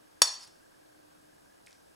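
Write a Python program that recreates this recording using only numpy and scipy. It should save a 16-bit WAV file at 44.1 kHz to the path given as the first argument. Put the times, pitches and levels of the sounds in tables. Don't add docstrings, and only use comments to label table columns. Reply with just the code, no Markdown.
import sys
import numpy as np
from scipy import signal
from scipy.fft import rfft, irfft
from scipy.io import wavfile
from scipy.ndimage import uniform_filter1d

SR = 44100
rng = np.random.default_rng(int(sys.argv[2]) if len(sys.argv) > 2 else 0)


def master(y):
    cut = np.clip(np.atleast_2d(y).T, -1, 1)
    pcm = np.round(cut * 32767)
    wavfile.write(sys.argv[1], SR, pcm.astype(np.int16))


N = 85995


def amp(db):
    return 10 ** (np.asarray(db) / 20)


def unit(x):
    return x / np.sqrt(np.mean(x ** 2) + 1e-20)


def read(points, hz):
    f, value = np.transpose(points)
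    return np.interp(np.log(hz + 1), np.log(f + 1), value)


def add(mix, start_s, sound):
    start = max(round(start_s * SR), 0)
    part = mix[..., start:][..., :sound.shape[-1]]
    part += sound[..., :part.shape[-1]]


def colour(x, points):
    size = 4096
    log_gain = np.log(amp(read(points, abs(np.fft.fftfreq(size, 1 / SR)))))
    spectrum = np.exp(np.conj(signal.hilbert(log_gain)))
    taps = np.fft.ifft(spectrum).real[:size // 2]
    return signal.fftconvolve(x, taps / np.linalg.norm(taps))[:len(x)]


def band_noise(hz, octaves):
    f = np.fft.rfftfreq(N, 1 / SR)
    bell = np.exp(-.5 * (np.log2((f + 1) / hz) / octaves) ** 2)
    return unit(irfft(rfft(rng.standard_normal(N)) * bell, N))


def dying(t60):
    return np.exp(-np.log(1000) * np.arange(N) / SR / t60)


def pair(a, b, likeness):
    c = np.clip(likeness, -1, 1)
    mid = np.sqrt((1 + c) / 2) * a
    side = np.sqrt((1 - c) / 2) * b
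    return np.array([mid + side, mid - side])


# pitch_hz, likeness (0 unrelated, 1 the same)
SCATTER_LIKENESS = [(200, 0.018), (700, 0.9), (1500, 0.25), (3000, 0.31), (5000, 0.87), (12000, .85)]


def scattered(size):
    z = rfft(rng.standard_normal((2, size)))
    return irfft(pair(*z, read(SCATTER_LIKENESS, np.fft.rfftfreq(size, 1 / SR))), size)


RADIATE_HZ = 350.8


def radiate(x):
    return signal.sosfilt(signal.butter(2, RADIATE_HZ, "high", fs=SR, output="sos"), x)


# pitch_hz, level_db (relative to the blow), t60_s
RINGING_TONES = [(1080, -26, .055), (1210, -23, .035), (1720, -21, .028), (1927, -34, .1),
                 (2520, -24, .033), (3537, -22.5, .115), (4050, -29, .07), (4545, -12.5, .07),
                 (4960, -19, .04), (5340, -7, .015), (5583, -11, .07), (6710, -13.5, .075),
                 (6912, -18, .06), (7885, -18, .052), (9245, -12, .03), (10615, -17, .05),
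                 (12100, -23, .033)]
# start_s, level_db
TINE_BLOWS = [(.2180, -4.5), (0.2186, -3)]
# pitch_hz, level_db (relative)
CRACK_COLOUR = [(40, -54), (150, -27.5), (350, -17), (700, -7.5), (1200, -3.5), (1700, -0.5), (2200, -7.5),
                (3000, -5.5), (3700, 1.5), (4400, -5), (5500, 6.5), (6300, -2), (7300, -15.5), (8100, 1.5),
                (9700, -2), (11500, -12.5), (15500, -22.5)]
CRACK_DB, CRACK_T60_S = -6.5, 0.02
PHASE_SPREAD_TURNS = 0.039


def clink():
    t = np.arange(N) / SR
    out = np.zeros((2, N))
    for start_s, level_db in TINE_BLOWS:
        burst = scattered(N) * dying(CRACK_T60_S)
        crack = np.array([colour(side, CRACK_COLOUR) for side in burst])
        add(out, start_s, amp(level_db + CRACK_DB) * crack)

    start_s, blow_db = TINE_BLOWS[-1]
    for hz, level_db, t60 in RINGING_TONES:
        offset = PHASE_SPREAD_TURNS * rng.choice([-1, 1]) * np.array([[.5], [-.5]])
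        turns = rng.random() + offset
        tone = dying(t60) * np.sin(2 * np.pi * (hz * t + turns))
        add(out, start_s, amp(blow_db + level_db) * tone)
    return radiate(out)


# pitch_hz, level_db, t60_s
TABLE_KNOCK = [(500, -21, .012), (720, -19, .012)]
KNOCK_PAN_DB, KNOCK_LAG_S = -7.5, .0003


def knock():
    t = np.arange(N) / SR
    push = np.zeros(N)
    for k, (hz, level_db, t60) in enumerate(TABLE_KNOCK):
        push += amp(level_db) * dying(t60) * np.sin(2 * np.pi * (hz * t + k / 2))
    push = radiate(push)
    out = np.zeros((2, N))
    start_s = TINE_BLOWS[0][0]
    add(out[0], start_s + KNOCK_LAG_S, amp(KNOCK_PAN_DB / 2) * push)
    add(out[1], start_s, amp(-KNOCK_PAN_DB / 2) * push)
    return out


# middle_s, half_length_s, slip_level_db, squeal_pitch_hz, squeal_level_db
SLIDES = [(0.283, 0.019, -51.5, 4370, -34.5), (0.338, 0.042, -52, 5620, -47),
          (0.353, 0.027, -78, 4530, -45), (0.41, 0.04, -56.5, 4800, -66),
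          (0.438, 0.031, -55.5, 5080, -53.5), (0.476, 0.014, -59, 5400, -81)]
# pitch_hz, level_db (relative)
SLIP_COLOUR = [(200, -29.5), (1000, -2.5), (2200, -2.5), (3200, -2), (5000, -2.5), (7500, 1), (10500, -2.5),
               (12000, -15), (15500, -22)]
SLIPS_PER_S, SQUEAL_WIDTH_HZ = 3300, 270


def scrapes():
    t = np.arange(N) / SR
    out = np.zeros(N)
    for middle_s, half_s, slip_db, squeal_hz, squeal_db in SLIDES:
        impulses = rng.standard_normal(N) * (rng.random(N) < SLIPS_PER_S / SR)
        slips = unit(colour(impulses, SLIP_COLOUR))
        squeal = band_noise(squeal_hz, SQUEAL_WIDTH_HZ / squeal_hz / 2)
        stroke = np.cos(np.pi / 2 * np.clip((t - middle_s) / half_s, -1, 1)) ** 2
        out += stroke * (amp(slip_db) * slips + amp(squeal_db) * squeal)
    return np.array([out, out])


# start_s, level_db, centre_hz, spread_octaves, t60_s
WET_TICKS = [(1.6637, -46, 5790, 1, 0.0059), (1.6678, -44.5, 7200, 0.92, 0.012),
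             (1.6722, -48, 1820, 0.57, 0.018), (1.6815, -62, 5300, 0.046, 0.061),
             (1.682, -54, 2100, 0.42, 0.013), (1.7084, -54, 5330, 0.58, 0.0091),
             (1.7176, -54, 5200, .6, 0.0085), (1.7283, -53.5, 5500, 0.62, 0.021)]
TICK_TOP_HZ = 9100


def ticks():
    out = np.zeros((2, N))
    for start_s, level_db, hz, octaves, t60 in WET_TICKS:
        add(out, start_s, amp(level_db) * band_noise(hz, octaves) * dying(t60))
    return signal.sosfilt(signal.butter(2, TICK_TOP_HZ, fs=SR, output="sos"), out)


# delay_s, gain_db
NEAR_ECHOES = [(.0045, -15.5), (.0098, -17.5)]
# pitch_hz, t60_s
ROOM_DECAY = [(200, .24), (700, 0.51), (1800, .44), (4500, 0.46), (8000, .35), (13000, 0.15)]
TAIL_DELAY_S = .009


def room(x, wet_db):
    hz, t, z = signal.stft(scattered(SR), SR, nperseg=256)
    decay = np.exp(-np.log(1000) * t / read(ROOM_DECAY, hz)[:, None])
    tail = signal.istft(z * decay, SR, nperseg=256)[1]
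    response = np.zeros((2, SR))
    add(response, TAIL_DELAY_S, amp(wet_db) * tail / np.linalg.norm(tail[0]))
    response[:, 0] += 1
    for delay_s, gain_db in NEAR_ECHOES:
        scatter = scattered(64) * np.hanning(64)
        add(response, delay_s, amp(gain_db) * scatter / np.linalg.norm(scatter[0]))
    return signal.fftconvolve(x, response, axes=1)[:, :N]


# (per Hz, relative)
AIR_COLOUR = [(15, -42.5), (25, -13), (70, -12), (148, -9.5), (269, -12.5), (299, -7), (392, -13),
              (691, -13), (1390, -16.5), (1640, -15.5), (2150, -22), (9990, -22), (15800, -32.5)]
# pitch_hz, side_over_middle_db
AIR_SIDES = [(50, -9), (150, -0.5), (300, 7), (550, 10.5), (1000, 6), (1700, 2.5), (2700, 1), (4500, -2.5),
             (5400, 3.5), (6000, -16), (9000, -29)]
AIR_DB, AIR_PATCH_DB = -65.5, .7


def air():
    hz = np.fft.rfftfreq(1024, 1 / SR)
    a, b, c, d, patches = rng.standard_normal((N // 256 + 5, 513, 5)).T
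    patches = uniform_filter1d(patches, size=12, axis=0)
    patches = unit(uniform_filter1d(patches, size=14, axis=1))
    gain = amp(read(AIR_COLOUR, hz)[:, None] + AIR_PATCH_DB * patches)
    side_gain = amp(read(AIR_SIDES, hz)[:, None])
    z = np.array([a + 1j * b, (c + 1j * d) * side_gain]) * gain
    mid, side = signal.istft(z, nperseg=1024, noverlap=768)[1][:, :N]
    return amp(AIR_DB) * np.array([mid + side, mid - side]) / mid.std()


# time_s, level_db
HUM_LEVEL = [(0, -74.5), (.55, -80.5), (.8, -84), (.88, -71.5), (1.02, -71), (1.28, -72.5), (1.45, -83),
             (1.95, -86.5)]
HUM_HZ, HUM_WAVER_HZ = 302, 4


def hum():
    t = np.arange(N) / SR
    waver = unit(uniform_filter1d(rng.standard_normal(N), size=1500))
    cycles = np.cumsum(HUM_HZ + HUM_WAVER_HZ * waver) / SR
    level_db = np.interp(t, *np.transpose(HUM_LEVEL))
    return amp(level_db) * unit(np.sin(2 * np.pi * cycles))


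FLUTTER_HZ, FLUTTER_GAP_S, FLUTTER_LENGTH_S = 1625, 0.023, .014
FLUTTER_DB, FLUTTER_SPREAD_DB = -67.5, 4.5


def flutter():
    t = np.arange(0, FLUTTER_LENGTH_S, 1 / SR)
    out = np.zeros((2, N))
    for k, (late, size, detune, pan_db) in enumerate(rng.standard_normal((100, 4))):
        hz = FLUTTER_HZ * (1 + 0.025 * detune)
        pip = np.hanning(len(t)) * np.sin(2 * np.pi * hz * t)
        level_db = FLUTTER_DB + FLUTTER_SPREAD_DB * min(size, 1)
        sides_db = pan_db * np.array([[1], [-1]])
        add(out, (k + 0.15 * late) * FLUTTER_GAP_S, amp(level_db + sides_db) * pip)
    return out


def scene():
    hit = room(clink(), wet_db=-11.5) + room(knock(), wet_db=-25)
    touches = room(scrapes(), wet_db=-12) + room(ticks(), wet_db=-7)
    return hit + touches + air() + hum() + flutter()


def record(dry):
    taps = signal.firwin(511, 15900, window=("kaiser", 9), fs=SR)
    return signal.oaconvolve(dry, taps[None], "same")


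dry = scene()
out = record(dry)
master(out)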